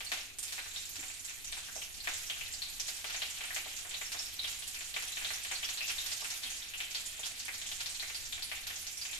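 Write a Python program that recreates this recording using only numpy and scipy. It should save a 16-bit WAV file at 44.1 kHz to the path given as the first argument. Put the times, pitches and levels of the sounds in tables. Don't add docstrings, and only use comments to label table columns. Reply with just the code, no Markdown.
import sys
import numpy as np
from scipy import signal
from scipy.fft import rfft, irfft
from scipy.io import wavfile
from scipy.ndimage import uniform_filter1d

SR = 44100
rng = np.random.default_rng(int(sys.argv[2]) if len(sys.argv) > 2 else 0)


def field_ratio(decibels):
    return 10 ** (np.asarray(decibels, dtype=float) / 20)


def transcribe(u):
    v = np.clip(np.atleast_2d(u).T, -1, 1)
    q = np.round(v * 32767).astype(np.int16)
    wavfile.write(sys.argv[1], SR, q)


N = 405279

# (frequency [Hz], relative density [dB per Hz])
AIR_SPECTRUM = [(20, 4), (35, -6.5), (50, -3.5), (86, -7.5), (130, -13.5), (170, -16.5), (400, -19),
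                (800, -36), (1500, -35), (4000, -35), (9000, -21.5), (14000, -27.5)]
# (centre [Hz], width [Hz], level [dB])
HUM_BANDS = [(87, 20, -72), (258, 20, -82)]
# (left delay [ms], left gain [factor], right delay [ms], right gain [factor])
FIRST_ARRIVALS = [(0, 4.6, .27, 1.9), (.9, -1.9, 1.1, 2.1), (1.7, 1.1, 4.5, 2.2), (4.4, .9, 5.6, -1.5),
                  (7.6, 1.8, 7.9, .9)]
# (frequency [Hz], tail t60 [s], left minus right [dB],
# likeness of the ears [0-1], colour [dB])
ROOM = [(298, 0.35, -1, 0.6, -9), (530, 0.72, -3.5, 1, -6.5), (750, 0.68, 3.5, 0.03, -3),
        (1005, 0.61, 0.5, 0.16, -5.5), (2490, 0.68, .8, 0.01, 4), (4400, 0.74, -1.6, 0.11, 3),
        (6940, 0.38, -6, 0.4, 5.5), (10060, 1, -8.5, 1, 0.96), (14200, 0.073, 0, 0, 1.5)]
# (frequency [Hz], level before a weight that rises with frequency [dB], t60 [s])
PAN_MODES = [(258, -26, .25), (437, -24, .2), (640, -21, .15), (759, -15, .2), (856, -18, .2),
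             (980, -22, .2), (1425, -20, .15), (1645, -19, .12), (2060, -28, .15), (2330, -28, .15),
             (2896, -26, .15), (3207, -26, .15), (3630, -25, .12), (4360, -27, .15), (6970, -27, .08)]
# (time [s], level [dB])
FIZZ_LEVEL = [(0, -47.5), (.2, -52.5), (.36, -57), (.42, -49.5), (1.3, -48.5), (1.95, -48.5), (2.2, -47.5),
              (4.2, -48), (4.85, -46), (5.4, -46.5), (6.4, -46), (6.7, -47), (9.19, -47.5)]
# (frequency [Hz], relative level [dB])
FIZZ_PITCH_LEVEL = [(600, -13), (1200, -5.5), (1700, 1.5), (2800, 7), (3800, 9), (5100, 5), (7100, 13),
                    (8800, 6), (13500, 8.5)]
# (time [s], strength [dB], starting pitch [Hz], ring until 1/e [cycles])
SINGLE_POPS = [(0.006, -30, 2650, 0.32), (0.0472, -37, 8500, 0.73), (0.118, -21, 2390, 0.12),
               (0.1369, -31, 4000, 0.17), (0.174, -32, 3000, 0.46), (0.3859, -28.5, 8800, 1.6),
               (0.4295, -30, 8400, 0.75), (0.524, -29, 4530, 0.14), (0.5809, -28, 1950, 0.6),
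               (0.7603, -30, 3700, 3.2), (0.893, -34, 12500, 1.6), (0.9568, -33, 4860, 0.33),
               (0.9828, -28, 278, 0.96), (1.0292, -33, 2090, 0.54), (1.137, -38.5, 8550, 2.0),
               (1.246, -33.5, 7340, 4.1), (1.4453, -35.5, 7050, 1.2), (1.525, -29, 3600, 0.57),
               (1.5689, -33, 1830, 0.45), (1.7582, -30, 635, 0.33), (1.8181, -32.5, 2840, 1.4),
               (2.0457, -36, 3200, 0.55), (2.073, -20.5, 2020, 0.44), (2.1366, -32, 7450, 2.3),
               (2.2989, -25.5, 3150, 1.5), (2.4106, -29.5, 2660, 1.6), (2.525, -34.5, 7340, 4.5),
               (2.6196, -27.5, 4180, 2.8), (2.7982, -26.5, 5900, 1.2), (2.883, -28, 5370, 0.39),
               (3.0436, -27, 2200, 0.17), (3.0985, -29.5, 3300, 0.35), (3.1453, -28, 1980, 0.25),
               (3.163, -32, 6500, 3.2), (3.2196, -24.5, 3160, 0.68), (3.4082, -29.5, 2410, 0.39),
               (3.4386, -29.5, 2660, 0.48), (3.5053, -28.5, 1810, 1.3), (3.5456, -29.5, 6940, 1.1),
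               (3.5631, -24.5, 2470, 0.54), (3.6604, -32, 750, 0.4), (3.765, -34, 6650, 2),
               (3.8494, -32.5, 1290, 0.17), (3.9105, -33.5, 3250, 1), (3.9427, -29.5, 3750, 1.9),
               (4.0141, -28.5, 2080, 0.76), (4.1192, -29.5, 4600, 0.44), (4.1454, -28.5, 1180, 0.14),
               (4.191, -28.5, 5330, 5.3), (4.392, -25.5, 3880, 8.6), (4.444, -27.5, 3400, 1.3),
               (4.4753, -32, 4320, 0.51), (4.677, -31, 9150, 0.82), (4.7454, -33, 5230, 0.44),
               (4.9405, -30.5, 3600, 1), (4.9639, -24, 2350, 0.6), (5.023, -31, 4270, 0.17),
               (5.171, -27.5, 2800, 0.79), (5.2139, -31.5, 2040, 0.52), (5.2466, -25.5, 3520, 1.4),
               (5.3049, -26.5, 1870, 0.74), (5.3347, -32.5, 5800, 2.3), (5.449, -29.5, 3000, 0.66),
               (5.514, -24.5, 2120, 0.37), (5.5528, -32, 4360, 2.1), (5.6306, -27, 2930, 1.2),
               (5.6434, -30.5, 5300, 1.5), (5.689, -28, 3580, 0.36), (5.774, -31, 4070, 2),
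               (5.808, -24.5, 2600, 5.3), (5.8803, -28.5, 5250, 1.2), (5.8958, -25, 2750, 1.1),
               (5.9834, -27, 3710, 3.5), (6.0626, -28.5, 5240, 0.44), (6.1169, -29, 5000, 1.5),
               (6.2211, -32, 1030, 0.63), (6.246, -29, 2470, 0.4), (6.304, -29, 5700, 0.48),
               (6.436, -29.5, 3830, 1.2), (6.449, -28, 233, 1.3), (6.4598, -33.5, 3200, 1.7),
               (6.7378, -30.5, 2860, 1.6), (6.804, -26.5, 3060, 1), (6.9479, -25.5, 4400, 1.3),
               (7.0607, -35.5, 7000, 5.8), (7.2328, -30.5, 3380, 1.8), (7.2583, -29.5, 5470, 0.42),
               (7.3998, -33, 4730, 1.9), (7.482, -26.5, 2070, 1.2), (7.616, -32.5, 3430, 1.1),
               (7.7162, -29.5, 3700, 0.7), (7.805, -28, 4000, 0.52), (7.86, -28.5, 4600, 0.85),
               (7.9971, -28.5, 4100, 2.4), (8.026, -30, 2050, 1.1), (8.0985, -32, 2360, 0.61),
               (8.1464, -30.5, 4640, 2.2), (8.3256, -28, 3520, 1.6), (8.4235, -28.5, 4460, 2),
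               (8.5158, -26, 2440, 0.71), (8.65, -31, 150, 1.5), (8.669, -31, 4400, 0.42),
               (8.7035, -31, 2200, 0.52), (8.759, -35, 6600, 2), (8.8681, -31.5, 5670, 1.3),
               (8.975, -36.5, 10400, 3.0), (9.0142, -30, 4740, 3.4), (9.0528, -32, 2810, 0.91),
               (9.1312, -31.5, 3520, 0.86)]


def band(x, lo_hz, hi_hz):
    sos = signal.butter(2, [lo_hz, min(hi_hz, .45 * SR)], "bandpass", fs=SR, output="sos")
    return signal.sosfilt(sos, x)


def on_log(hz, table, column):
    table = np.array(table, float)
    return np.interp(np.log(hz), np.log(table[:, 0]), table[:, column])


def pair(likeness, size):
    common, opposed = rng.standard_normal((2, size))
    likeness = np.clip(likeness, 0, 1)
    sign = np.array([[1], [-1]])
    return np.sqrt((1 + likeness) / 2) * common + np.sqrt((1 - likeness) / 2) * opposed * sign


def flame_and_rumble(level_db=-56.5, left_lean_db=.8, swell_db=1.8, swell_below_hz=170):
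    hz = np.maximum(np.fft.rfftfreq(N, 1 / SR), 5)
    shape = field_ratio(on_log(hz, AIR_SPECTRUM, 1)) * hz ** 2 / (hz ** 2 + 3.8 ** 2)
    noise = irfft(rfft(pair(.25, N), axis=1) * shape, N, axis=1)
    noise = field_ratio(level_db + left_lean_db * np.array([[1], [-1]])) * noise / noise.std()
    swell = np.interp(np.arange(N) / SR, np.arange(40) / 4, rng.standard_normal(40))
    low_pass = signal.butter(2, swell_below_hz, fs=SR, output="sos")
    rumble = signal.sosfiltfilt(low_pass, noise)
    return noise + (field_ratio(swell_db * swell) - 1) * rumble


def hum():
    out = 0
    for hz, width_hz, db in HUM_BANDS:
        tone = band(pair(0.85, N), hz - width_hz / 2, hz + width_hz / 2)
        out = out + field_ratio(db) * tone / tone.std()
    return out


def first_arrivals(size):
    out = np.zeros((2, size))
    shifts = rng.standard_normal((len(FIRST_ARRIVALS), 2))
    for (left_ms, left, right_ms, right), shift in zip(FIRST_ARRIVALS, shifts):
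        late_ms = 0.092 * min(left_ms, 1) * shift
        out[0, int((left_ms + late_ms[0]) * SR / 1000)] += left
        out[1, int((right_ms + late_ms[1]) * SR / 1000)] += right
    return out


def wall_tail(t, early_db=-17, tail_db=-18):
    uneven = uniform_filter1d(rng.standard_normal((2, len(t))), size=9)
    sparse = field_ratio(4.98 * 3.77 * np.exp(-t / 0.033) * uneven)
    onset = 1 - np.exp(-t / 0.002)
    out = 0
    for hz in 250 * 2 ** np.arange(0, 6.1, .5):
        t60 = on_log(hz, ROOM, 1)
        corner = field_ratio(early_db - 60 * t / (0.17 * t60))
        room = field_ratio(tail_db - 60 * t / t60)
        noise = pair(on_log(hz, ROOM, 3), len(t))
        out = out + band((corner + room) * onset * sparse * noise, hz / 2 ** .25, hz * 2 ** .25)
    return out


def pan_ring(t):
    out = 0
    for (hz, db, t60), (tune, left, right) in zip(PAN_MODES, rng.random((len(PAN_MODES), 3))):
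        turns = hz * (1 + 0.014 * (tune - .5)) * t + np.array([[left], [right]])
        weight = hz / SR * 10
        out = out + weight * field_ratio(db - 60 * t / t60) * np.sin(2 * np.pi * turns)
    return out


def path():
    t = np.arange(int(.5 * SR)) / SR
    return first_arrivals(len(t)) + wall_tail(t) + pan_ring(t)


def fizz(mean_per_s=550, stir_db=14.0, settle_s=0.089):
    when, pitch, length, big = rng.random((int(mean_per_s * N / SR), 4)).T
    s = when * N / SR
    hz = 600 * (16000 / 600) ** pitch
    pop_s, pop_db = np.transpose(SINGLE_POPS)[:2]
    since = s[:, None] - pop_s
    settling = (since > 0) * np.exp(-np.abs(since) / settle_s)
    stirred = np.sum(settling * field_ratio(pop_db + stir_db) ** 2, axis=1)
    db = np.interp(s, *np.transpose(FIZZ_LEVEL)) + on_log(hz, FIZZ_PITCH_LEVEL, 1)
    db = db - 2.12 * np.log(big + 0.019)
    db = db + 6.6 * np.log10(stirred + 0.039)
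    return s, db, hz, .5 + 2.4 * length


def spatter(per_s=10, over_fizz_db=12, scatter_db=1, middle_hz=5010, spread_octaves=0.714, ring_ms=.4):
    count = int(per_s * N / SR)
    s = (np.arange(count) + rng.random(count)) / per_s
    big, pitch, length = rng.standard_normal((count, 3)).T
    hz = np.clip(middle_hz * 2 ** (spread_octaves * pitch), 700, 13000)
    db = np.interp(s, *np.transpose(FIZZ_LEVEL)) + over_fizz_db + scatter_db * big
    cycles = hz * ring_ms / 1000 * 2 ** (1.1 * length)
    return s, db, hz, cycles


def bubbles(s, db, hz, cycles, rise=0.018, snap=0.22, size=900):
    turns = hz[:, None] * np.arange(size) / SR
    decay = np.exp(-turns / np.maximum(cycles, .2)[:, None])
    ring = decay * np.sin(2 * np.pi * turns * (1 + rise * np.tanh(turns / 4)))
    ring /= np.sqrt(np.sum(ring ** 2, axis=1))[:, None]
    ring[:, 1] += snap
    at = (s * SR).astype(int)[:, None] + np.arange(size)
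    pops = np.bincount(at.ravel(), (ring * field_ratio(db)[:, None]).ravel(), N + 2 * size)[:N]
    return signal.sosfilt(signal.butter(1, 450, "highpass", fs=SR, output="sos"), pops)


def frying(spots=5, level_db=-3):
    s, db, hz, cycles = np.hstack([np.transpose(SINGLE_POPS), spatter(), fizz()])
    out = 0
    for spot in range(spots):
        mine = slice(spot, None, spots)
        pops = bubbles(s[mine], db[mine], hz[mine], cycles[mine])
        out = out + signal.fftconvolve(pops[None], path(), axes=1)[:, :N]
    return field_ratio(level_db) * out


def scene():
    hz = np.maximum(np.fft.rfftfreq(N, 1 / SR), 5)
    half_lean_db = on_log(hz, ROOM, 2) / 2 * np.array([[1], [-1]])
    shading = field_ratio(on_log(hz, ROOM, 4) + half_lean_db)
    pan = irfft(rfft(frying(), axis=1) * shading, N, axis=1)
    return pan + flame_and_rumble() + hum()


def roll_off(x):
    return signal.sosfilt(signal.butter(12, 14430, fs=SR, output="sos"), x)


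def record(dry, top_hz=14300):
    top_cut = signal.ellip(8, .1, 60, top_hz, fs=SR, output="sos")
    mix = signal.sosfiltfilt(top_cut, dry)
    return roll_off(mix)


dry = scene()
out = record(dry)
transcribe(out)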